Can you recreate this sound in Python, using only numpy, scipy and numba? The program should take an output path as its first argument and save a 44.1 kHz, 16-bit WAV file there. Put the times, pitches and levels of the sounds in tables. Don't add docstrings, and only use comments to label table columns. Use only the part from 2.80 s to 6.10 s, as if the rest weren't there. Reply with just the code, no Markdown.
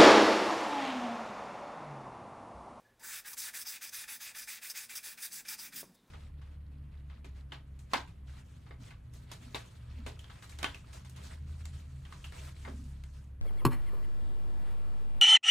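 import sys
import numpy as np
from scipy import signal
from scipy.fft import rfft, irfft
from scipy.io import wavfile
from scipy.ndimage import map_coordinates
from numba import njit

SR = 44100
rng = np.random.default_rng(int(sys.argv[2]) if len(sys.argv) > 2 else 0)


def volts_from_decibels(level):
    exponent = np.asarray(level, float) / 20
    return 10 ** exponent


def master(y):
    cut = np.clip(np.atleast_2d(y).T, -1, 1)
    pcm = np.round(cut * 32767)
    wavfile.write(sys.argv[1], SR, pcm.astype(np.int16))


N = 145530

# (start [s], stop [s], grit level [dB], change over the stroke [dB])
STROKES = [(0.224, 0.407, -45.5, 3.5), (0.444, 0.543, -47.5, 0), (0.568, 0.703, -39.5, -6),
           (0.733, 0.829, -42, -2), (.851, 0.98, -44.5, -2), (1.01, 1.103, -47, -7.5),
           (1.121, 1.247, -42, -1), (1.275, 1.373, -45, -1), (1.401, 1.522, -47, -9.5),
           (1.543, 1.652, -48, 2), (1.674, 1.796, -47, -18), (1.816, 1.926, -45.5, -3),
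           (1.941, 2.059, -46.5, 3), (2.089, 2.215, -49, -4), (2.227, 2.35, -47.5, -5.5),
           (2.374, 2.496, -50, -2.5), (2.51, 2.613, -44.5, -1.5), (2.644, 2.753, -49.5, 12),
           (2.777, 2.887, -45.5, -4.5), (2.92, 3.018, -45.5, 12.5)]
# (level [dB], change over the stroke [dB])
SHELL_DRIVE = [(-50.5, -3.5), (-54.5, -12), (-52, 13), (-51.5, -24.5), (-57, 8), (-56.5, -10), (-52, -1.5),
               (-52.5, -6.5), (-54.5, -1.5), (-54, -7.5), (-53.5, -9.5), (-58, -18), (-54, -10.5),
               (-57.5, -17.5), (-54, -7.5), (-55.5, -6), (-55, 19.5), (-53, 10), (-58.5, 11), (-63, -39)]
# (lowest modes [dB], upper shell modes [dB], paper and rim modes [dB])
GRIP = [(3.5, -1.5, -3), (-0.5, -3.5, -11), (2, -1, -6), (-21, -7, -5), (4, 5.5, -0.5), (3, 6, 0),
        (0.5, 0.5, -5), (3.5, 2, 4.5), (4.5, 3.5, 3), (-0.5, 1, 1), (-18, 4, 2.5), (-3, 5, -4),
        (-1, 2.5, -2), (-5, 2.5, -3), (1, -0.5, -1), (1, -1, -1), (-5, -5, -2.5), (0, -0.5, 2.5),
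        (3.5, 1, 1.5), (-12, -6, -4)]
# (third mode [dB], fourth mode [dB], top paper modes [dB])
PRESS = [(0, .1, 2), (-1, 4.5, 1), (0, 0.7, -2), (-5, 4, 3), (-6, 0.5, 0), (-25, 2, 5), (-16, -1, 0.5),
         (3, 0.5, 5), (-3, -4, -4), (-3, 0, 4), (-5, -2.5, 4), (0, .1, 3), (-6, 1.2, -0.5), (-11, -1.5, 2),
         (-5, .1, -1), (-11, -5.5, -2), (-7, -3.5, 4), (-16, -0.5, -5), (3, -1.5, 0), (8, -4, -5)]
# (start [s], length [s], level [dB], fade over the length [dB])
RIM = [
    (.530, 0.018, -48, 3),
    (0.813, 0.023, -46.5, 4),
    (1.092, 0.0079, -45.5, 6),
    (1.897, 0.029, -45.5, 10),
    (2.151, 0.039, -42, 5.5),
    (2.421, 0.048, -43.5, 0),
    (2.683, 0.068, -44.5, 3.5),
    (2.958, 0.063, -46.5, 5),
]
# (start [s], length [s], level [dB], fade over the length [dB], shell ringing [dB])
BRUSH = [
    (0.194, 0.047, -62.5, -4, 0.5),
    (3.143, 0.017, -67, -8, -18),
    (3.03, 0.034, -64.5, 6, -6),
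    (3.275, .03, -82, 0, 3),
]
# (time [s], level [dB])
CATCHES = [(.2457, -49), (.2906, -46), (0.448, -57), (0.571, -50.5), (.6708, -59), (.7366, -59),
           (.7456, -56), (0.853, -51.5), (1.013, -53), (1.128, -51), (1.239, -44.5), (1.2824, -49),
           (1.4044, -53), (1.5488, -55), (1.675, -46.5), (1.687, -52), (1.8226, -62), (1.9518, -53),
           (2.096, -52.5), (2.2312, -58), (2.3775, -47), (2.4318, -55), (2.516, -57), (2.652, -54),
           (2.6867, -51), (2.788, -60), (2.8323, -54), (2.9246, -65)]
# (time [s], half length [s], extra level [dB])
LEANS = [
    (0.222, .015, 2.5),
    (0.346, 0.022, 3.5),
    (0.478, 0.014, 6),
    (0.899, 0.019, 5),
    (1.045, 0.014, 3),
    (1.16, 0.018, 0.5),
    (1.593, 0.013, 4.5),
    (1.98, .025, 4),
    (2.269, 0.033, 4),
    (2.538, 0.014, 0.5),
]
# (time [s], half length [s], extra level [dB])
PATCHES = [(0.537, 0.015, 5.5), (0.605, 0.036, 7.5), (0.815, .008, 8), (0.871, 0.022, 10.5),
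           (1.077, 0.028, 9.5), (1.145, 0.018, 11), (1.637, 0.023, 9), (1.903, .01, 7.5),
           (1.968, 0.027, 8.5), (2.174, 0.012, 2), (2.517, 0.013, 12.5), (2.684, .01, 6.5),
           (2.792, 0.0062, 6)]
# (time [s], half length [s], extra level [dB])
FREED = [
    (.865, .0085, 14),
    (3.9, 0.016, 21),
    (7, 0.011, 24),
    (2.79, 0.012, 16),
    (0.35, 0.012, 0),
    (0.54, 0.022, 24),
    (0.454, 0.022, 5),
]
# (time [s], half length [s], extra level [dB])
FREED_THIRD = [
    (.25, 0.016, 5.2),
    (2.97, 0.011, 8),
    (2.59, .015, 4.6),
]
# (time [s], half length [s], extra level [dB])
FREED_UPPER = [
    (.26, 0.046, -13),
    (.35, 0.033, 7.5),
    (.675, .008, -3),
    (1.19, .015, 1),
    (1.47, 0.017, 5),
    (1.855, .01, 7),
    (2.194, 0.0094, 16),
    (2.70, 0.0088, 3),
]
# (time [s], level [dB])
CREEP = [
    (0, -76),
    (.03, -88),
    (.12, -95),
    (.18, -102),
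]
# (frequency [Hz], level [dB])
GRIT = [(700, -25), (1500, -12.5), (2900, -8.5), (4200, -6.5), (9500, -4), (12500, -7), (15300, -3.5)]
# (frequency [Hz], width [Hz], level [dB])
SHELL = [(886, 57, -7), (1065, 187, -13.5), (1560, 136, -9), (1739, 190, -3), (2066, 710, -8),
         (2383, 51, 3), (2510, 150, -6)]
# (frequency [Hz], width [Hz], level [dB])
EDGE = [(3710, 250, -8), (4710, 310, -1), (4964, 395, 2), (5270, 430, 0), (5600, 160, -3.5), (6190, 225, 0),
        (7710, 590, -5), (9080, 320, -4), (9450, 190, -5.5), (10680, 260, -2.5), (11450, 260, -2.5),
        (15100, 2000, -4.5)]
# (frequency [Hz], width [Hz], share removed [0-1])
DIPS = [(3030, 450, .5), (4200, 420, .4)]
# (time [s], peak level [dB])
TAPS = [
    (.245, -64),
    (2.140, -60),
    (2.272, -58),
    (3.0303, -43),
    (3.0375, -52),
    (3.041, -53),
]
# (frequency [Hz], width [Hz], level [dB])
KNOCK = [(204, 38, -27), (438, 114, 1.5), (620, 210, 3), (925, 46, -12.5), (1100, 52, -13), (1700, 400, -7)]
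# (time [s], level [dB])
RUSTLE = [
    (2.2, -85),
    (2.31, -76),
    (2.45, -80),
    (2.59, -67),
    (2.72, -76),
    (2.83, -72.5),
    (2.95, -65.5),
    (3.1, -63.5),
    (3.17, -75),
    (3.3, -71.5),
]
# (time [s], level [dB])
FINGERS = [
    (0, -87),
    (.05, -75),
    (.1, -74),
    (.145, -78),
    (.17, -94),
    (.2, -91),
    (3.1, -102),
    (3.17, -74.5),
    (3.3, -89),
]
# (time [s], level [dB])
SQUEAK = [
    (0, -94),
    (.12, -100),
    (.16, -95),
    (.19, -87),
    (.22, -99),
]
# (time [s], level [dB])
SETTLE = [
    (0, -74),
    (.1, -76.5),
    (.16, -83),
    (.23, -68),
    (.32, -90),
]
# (frequency [Hz], level [dB])
SHOP = [(20, -18), (60, -4.5), (230, -8), (320, -9), (600, -8.5), (1000, -9), (2600, -17), (16000, -27)]
# (frequency [Hz], width [Hz], level [dB])
HUMS = [(40.8, 6.2, -82), (114, 3.7, -83.5), (187, 28, -88), (235, 5.3, -80), (485, 60, -84.5)]

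ATTACK_S, ATTACK_DB = 0.025, 16
RELEASE_S, RELEASE_DB = 0.031, 8.5
RIM_ATTACK_S, RIM_RELEASE_S = 0.0035, 0.01
SHELL_ATTACK_S, SHELL_RELEASE_S = 0.014, 0.02
CATCH_RISE_S, CATCH_S, CATCH_GRIT_DB = 0.002, 0.011, -14.5
GRAINS_PER_S, GRAIN_SPREAD_DB, PATCHY_DB = 20000, 0.36, 0.86
EDGE_DB, RIM_EDGE_DB, EDGE_RING_DB = -7, -0.5, 9.5
SHELL_DB, RIM_SHELL_DB, BRUSH_LOW_DB = 17, -12, 13.5
GRIP_RATE_HZ, WANDER_DB = 24, 1.5
PAPER_BANDS_HZ, PAPER_FLEX_DB = 3200 * 1.19 ** np.arange(10), 2.6
TAP_PUSH_S = 0.00019
RUSTLE_HZ, RUSTLE_WIDTH_HZ = 204, 127
SHOP_DB = -72
ROOM_DB, ROOM_T60_S, ROOM_TREBLE_T60_S = -17.5, 0.47, 0.61
TOP_HZ = 15800


def sanding(t):
    c = t[::16]
    lean = bumps(c, LEANS)
    passes = lean * np.array([stroke(c, a, b, db, change, ATTACK_S, RELEASE_S)
                              for a, b, db, change in STROKES])
    bodies = lean ** 0.11 * np.array([stroke(c, a, b, db, change, SHELL_ATTACK_S, SHELL_RELEASE_S)
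                                      for (a, b, *_), (db, change) in zip(STROKES, SHELL_DRIVE)])
    rim = sum(short_contact(c, *row) for row in RIM)
    brushes = np.array([short_contact(c, *row[:4]) for row in BRUSH])
    creep = curve(c, CREEP, right=-120)
    catch = catches(c)

    brushed = volts_from_decibels(np.array(BRUSH)[:, -1]) @ brushes + creep
    jolts = volts_from_decibels(RIM_SHELL_DB) * rim + catch
    scrapes = rim + brushes.sum(0) + creep + volts_from_decibels(CATCH_GRIT_DB) * catch

    hiss = level(paper(colour(grains(), GRIT)), 0)
    hiss = hiss * np.interp(t, c, np.hypot(passes.sum(0), scrapes))
    return hiss + edge_ringing(t, c, passes, scrapes) + shell_ringing(t, c, bodies, jolts, brushed)


def edge_ringing(t, c, passes, scrapes):
    _, upper, bright = volts_from_decibels(np.array(GRIP).T)
    _, _, top = volts_from_decibels(np.array(PRESS).T)
    grit = colour(grains(), [(2000, 4), (3500, -0.57)])
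    groups = [(EDGE[:1], upper, 1), (EDGE[1:6], bright, bumps(c, PATCHES)), (EDGE[6:], top, 1)]
    out = 0
    for modes, gain, patch in groups:
        drive = np.hypot(volts_from_decibels(EDGE_DB) * gain @ passes, volts_from_decibels(RIM_EDGE_DB) * scrapes) * patch
        out = out + ring(grit, modes, WANDER_DB) * np.interp(t, c, drive)
    return volts_from_decibels(EDGE_RING_DB) * out


def shell_ringing(t, c, bodies, jolts, brushed):
    low, upper, _ = volts_from_decibels(np.array(GRIP).T)
    third, fourth, _ = volts_from_decibels(np.array(PRESS).T)
    ticks = colour(grains(), [(400, -13), (800, -7.5), (2700, -2.0), (4000, 4)])
    low_extra = volts_from_decibels(-4.0) * jolts + volts_from_decibels(BRUSH_LOW_DB) * brushed
    extra = jolts + brushed
    groups = [(SHELL[:2], low, FREED, low_extra), (SHELL[2:3], third, FREED_THIRD, extra),
              (SHELL[3:4], fourth, [], extra), (SHELL[4:], upper, FREED_UPPER, extra)]
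    out = 0
    for modes, gain, freed, other in groups:
        drive = np.hypot(gain @ bodies, other) * bumps(c, freed)
        out = out + ring(ticks * np.interp(t, c, drive), modes, WANDER_DB)
    return volts_from_decibels(SHELL_DB) * out


def grains():
    hit = rng.random(N) < GRAINS_PER_S / SR
    size = volts_from_decibels(GRAIN_SPREAD_DB * rng.exponential(size=N)) * rng.standard_normal(N)
    return level(hit * size * volts_from_decibels(PATCHY_DB * walk(150)), 0)


def paper(ticks):
    spectrum = rfft(ticks)
    log_hz = np.log(np.fft.rfftfreq(N, 1 / SR) + 1)
    out = 0
    for row in np.eye(len(PAPER_BANDS_HZ)):
        zone = np.interp(log_hz, np.log(PAPER_BANDS_HZ), row)
        out = out + irfft(spectrum * zone, N) * volts_from_decibels(PAPER_FLEX_DB * walk(21.98))
    return out


def stroke(t, start, stop, db, change_db, attack, release):
    u = np.clip((t - start) / (stop - start), 0, 1)
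    rise = np.clip(1 - (t - start) / attack, 0, 9) ** 2
    fall = np.clip(1 - (stop - t) / release, 0, 9) ** 2
    return volts_from_decibels(db + change_db * (u - .5) - ATTACK_DB * rise - RELEASE_DB * fall)


def short_contact(t, start, length, db, fade_db):
    return stroke(t, start, start + length, db, -fade_db, RIM_ATTACK_S, RIM_RELEASE_S)


def catches(t):
    return sum(volts_from_decibels(db) * np.exp(-np.abs(t - at) / np.where(t < at, CATCH_RISE_S, CATCH_S))
               for at, db in CATCHES)


def handling(t):
    rustle = svf(rng.standard_normal(N), 1. * RUSTLE_HZ, 1. * RUSTLE_WIDTH_HZ)
    rustle = level(svf(rustle, 1. * RUSTLE_HZ, 1.5 * RUSTLE_WIDTH_HZ), 0)
    rustle = rustle * curve(t, RUSTLE, left=-99) * volts_from_decibels(walk(29.84))
    squeak = narrow_noise(3770.0, 130.0) * curve(t, SQUEAK, right=-120)
    settle = narrow_noise(450.0, 390.0) * curve(t, SETTLE, right=-120)
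    lifted = t > 1
    held = narrow_noise(1715.0, 45.) * (1 - lifted) + narrow_noise(3740.0, 400.) * lifted
    held = held * curve(t, FINGERS) * volts_from_decibels(walk(46))
    return taps(t) + rustle + settle + squeak + held


def taps(t):
    push = 0
    for at, db in TAPS:
        u = np.clip(t - at, 0, .05) / TAP_PUSH_S
        push = push + volts_from_decibels(db) * u * np.exp(1 - u)
    return volts_from_decibels(-4.5) * sum(volts_from_decibels(db) * svf(push, 1. * f, 1. * w) * f / w for f, w, db in KNOCK)


def room(x):
    t = np.arange(SR // 2) / SR
    noise = rng.standard_normal((2, len(t)))
    low = svf(noise[0], 1200.0, 6400.0) * 10 ** (-3 * t / ROOM_T60_S)
    high = svf(noise[1], 9400.0, 13000.0) * 10 ** (-3 * t / ROOM_TREBLE_T60_S)
    tail = (low * 3.3 + high) * np.clip(t / 0.0017 - .5, 0, 1)
    return signal.fftconvolve(x, tail * volts_from_decibels(ROOM_DB) / np.sqrt(np.sum(tail ** 2)))[:N]


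def shop():
    air = level(colour(rng.standard_normal(N), SHOP), SHOP_DB) * volts_from_decibels(0.91 * walk(10.54))
    return air + sum(narrow_noise(1. * f, 1. * w) * volts_from_decibels(db) for f, w, db in HUMS)


def ring(x, modes, wander_db):
    out = 0
    for k, (hz, width, db) in enumerate(modes):
        gain = (-1) ** k * volts_from_decibels(db + wander_db * walk(GRIP_RATE_HZ))
        out = out + gain * svf(x, 1. * hz, 1. * width)
    return out


@njit
def svf(x, hz, width):
    y, b, l = np.empty(len(x)), 0., 0.
    g, k = np.tan(np.pi * hz / SR), width / hz
    for i in range(len(x)):
        v = (b + g * (x[i] - l)) / (1 + g * (g + k))
        b, l, y[i] = 2 * v - b, l + 2 * g * v, k * v
    return y


def narrow_noise(hz, width):
    return level(svf(rng.standard_normal(N), hz, width), 0)


def colour(x, table):
    hz, db = np.array(table, float).T
    f = np.fft.rfftfreq(N, 1 / SR) + 1
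    return irfft(rfft(x) * volts_from_decibels(np.interp(np.log(f), np.log(hz), db)), N)


def level(x, db):
    return x * volts_from_decibels(db) / np.sqrt(np.mean(x ** 2))


def curve(t, table, left=None, right=None):
    return volts_from_decibels(np.interp(t, *np.array(table).T, left=left, right=right))


def bumps(t, rows):
    return volts_from_decibels(sum(db * np.exp(-((t - at) / half) ** 2) for at, half, db in rows))


def walk(rate):
    knots = rng.standard_normal(800)
    coarse = map_coordinates(knots, [np.arange(0, N + 32, 32) * min(rate, 200) / SR], order=3)
    return np.interp(np.arange(N), np.arange(len(coarse)) * 32, coarse / coarse.std())


def scene():
    t = np.arange(N) / SR
    rub = sanding(t)
    for hz, width, share in DIPS:
        rub = rub - share * svf(rub, 1. * hz, 1. * width)
    work = rub + handling(t)
    return np.tile(work + room(work) + shop(), (2, 1))


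def band_limit(x):
    return signal.sosfilt(signal.butter(12, 16150, fs=SR, output="sos"), x)


def record(dry):
    low_pass = signal.ellip(10, .2, 70, TOP_HZ, fs=SR, output="sos")
    mix = signal.sosfilt(low_pass, dry)
    return band_limit(mix)


dry = scene()
out = record(dry)
master(out)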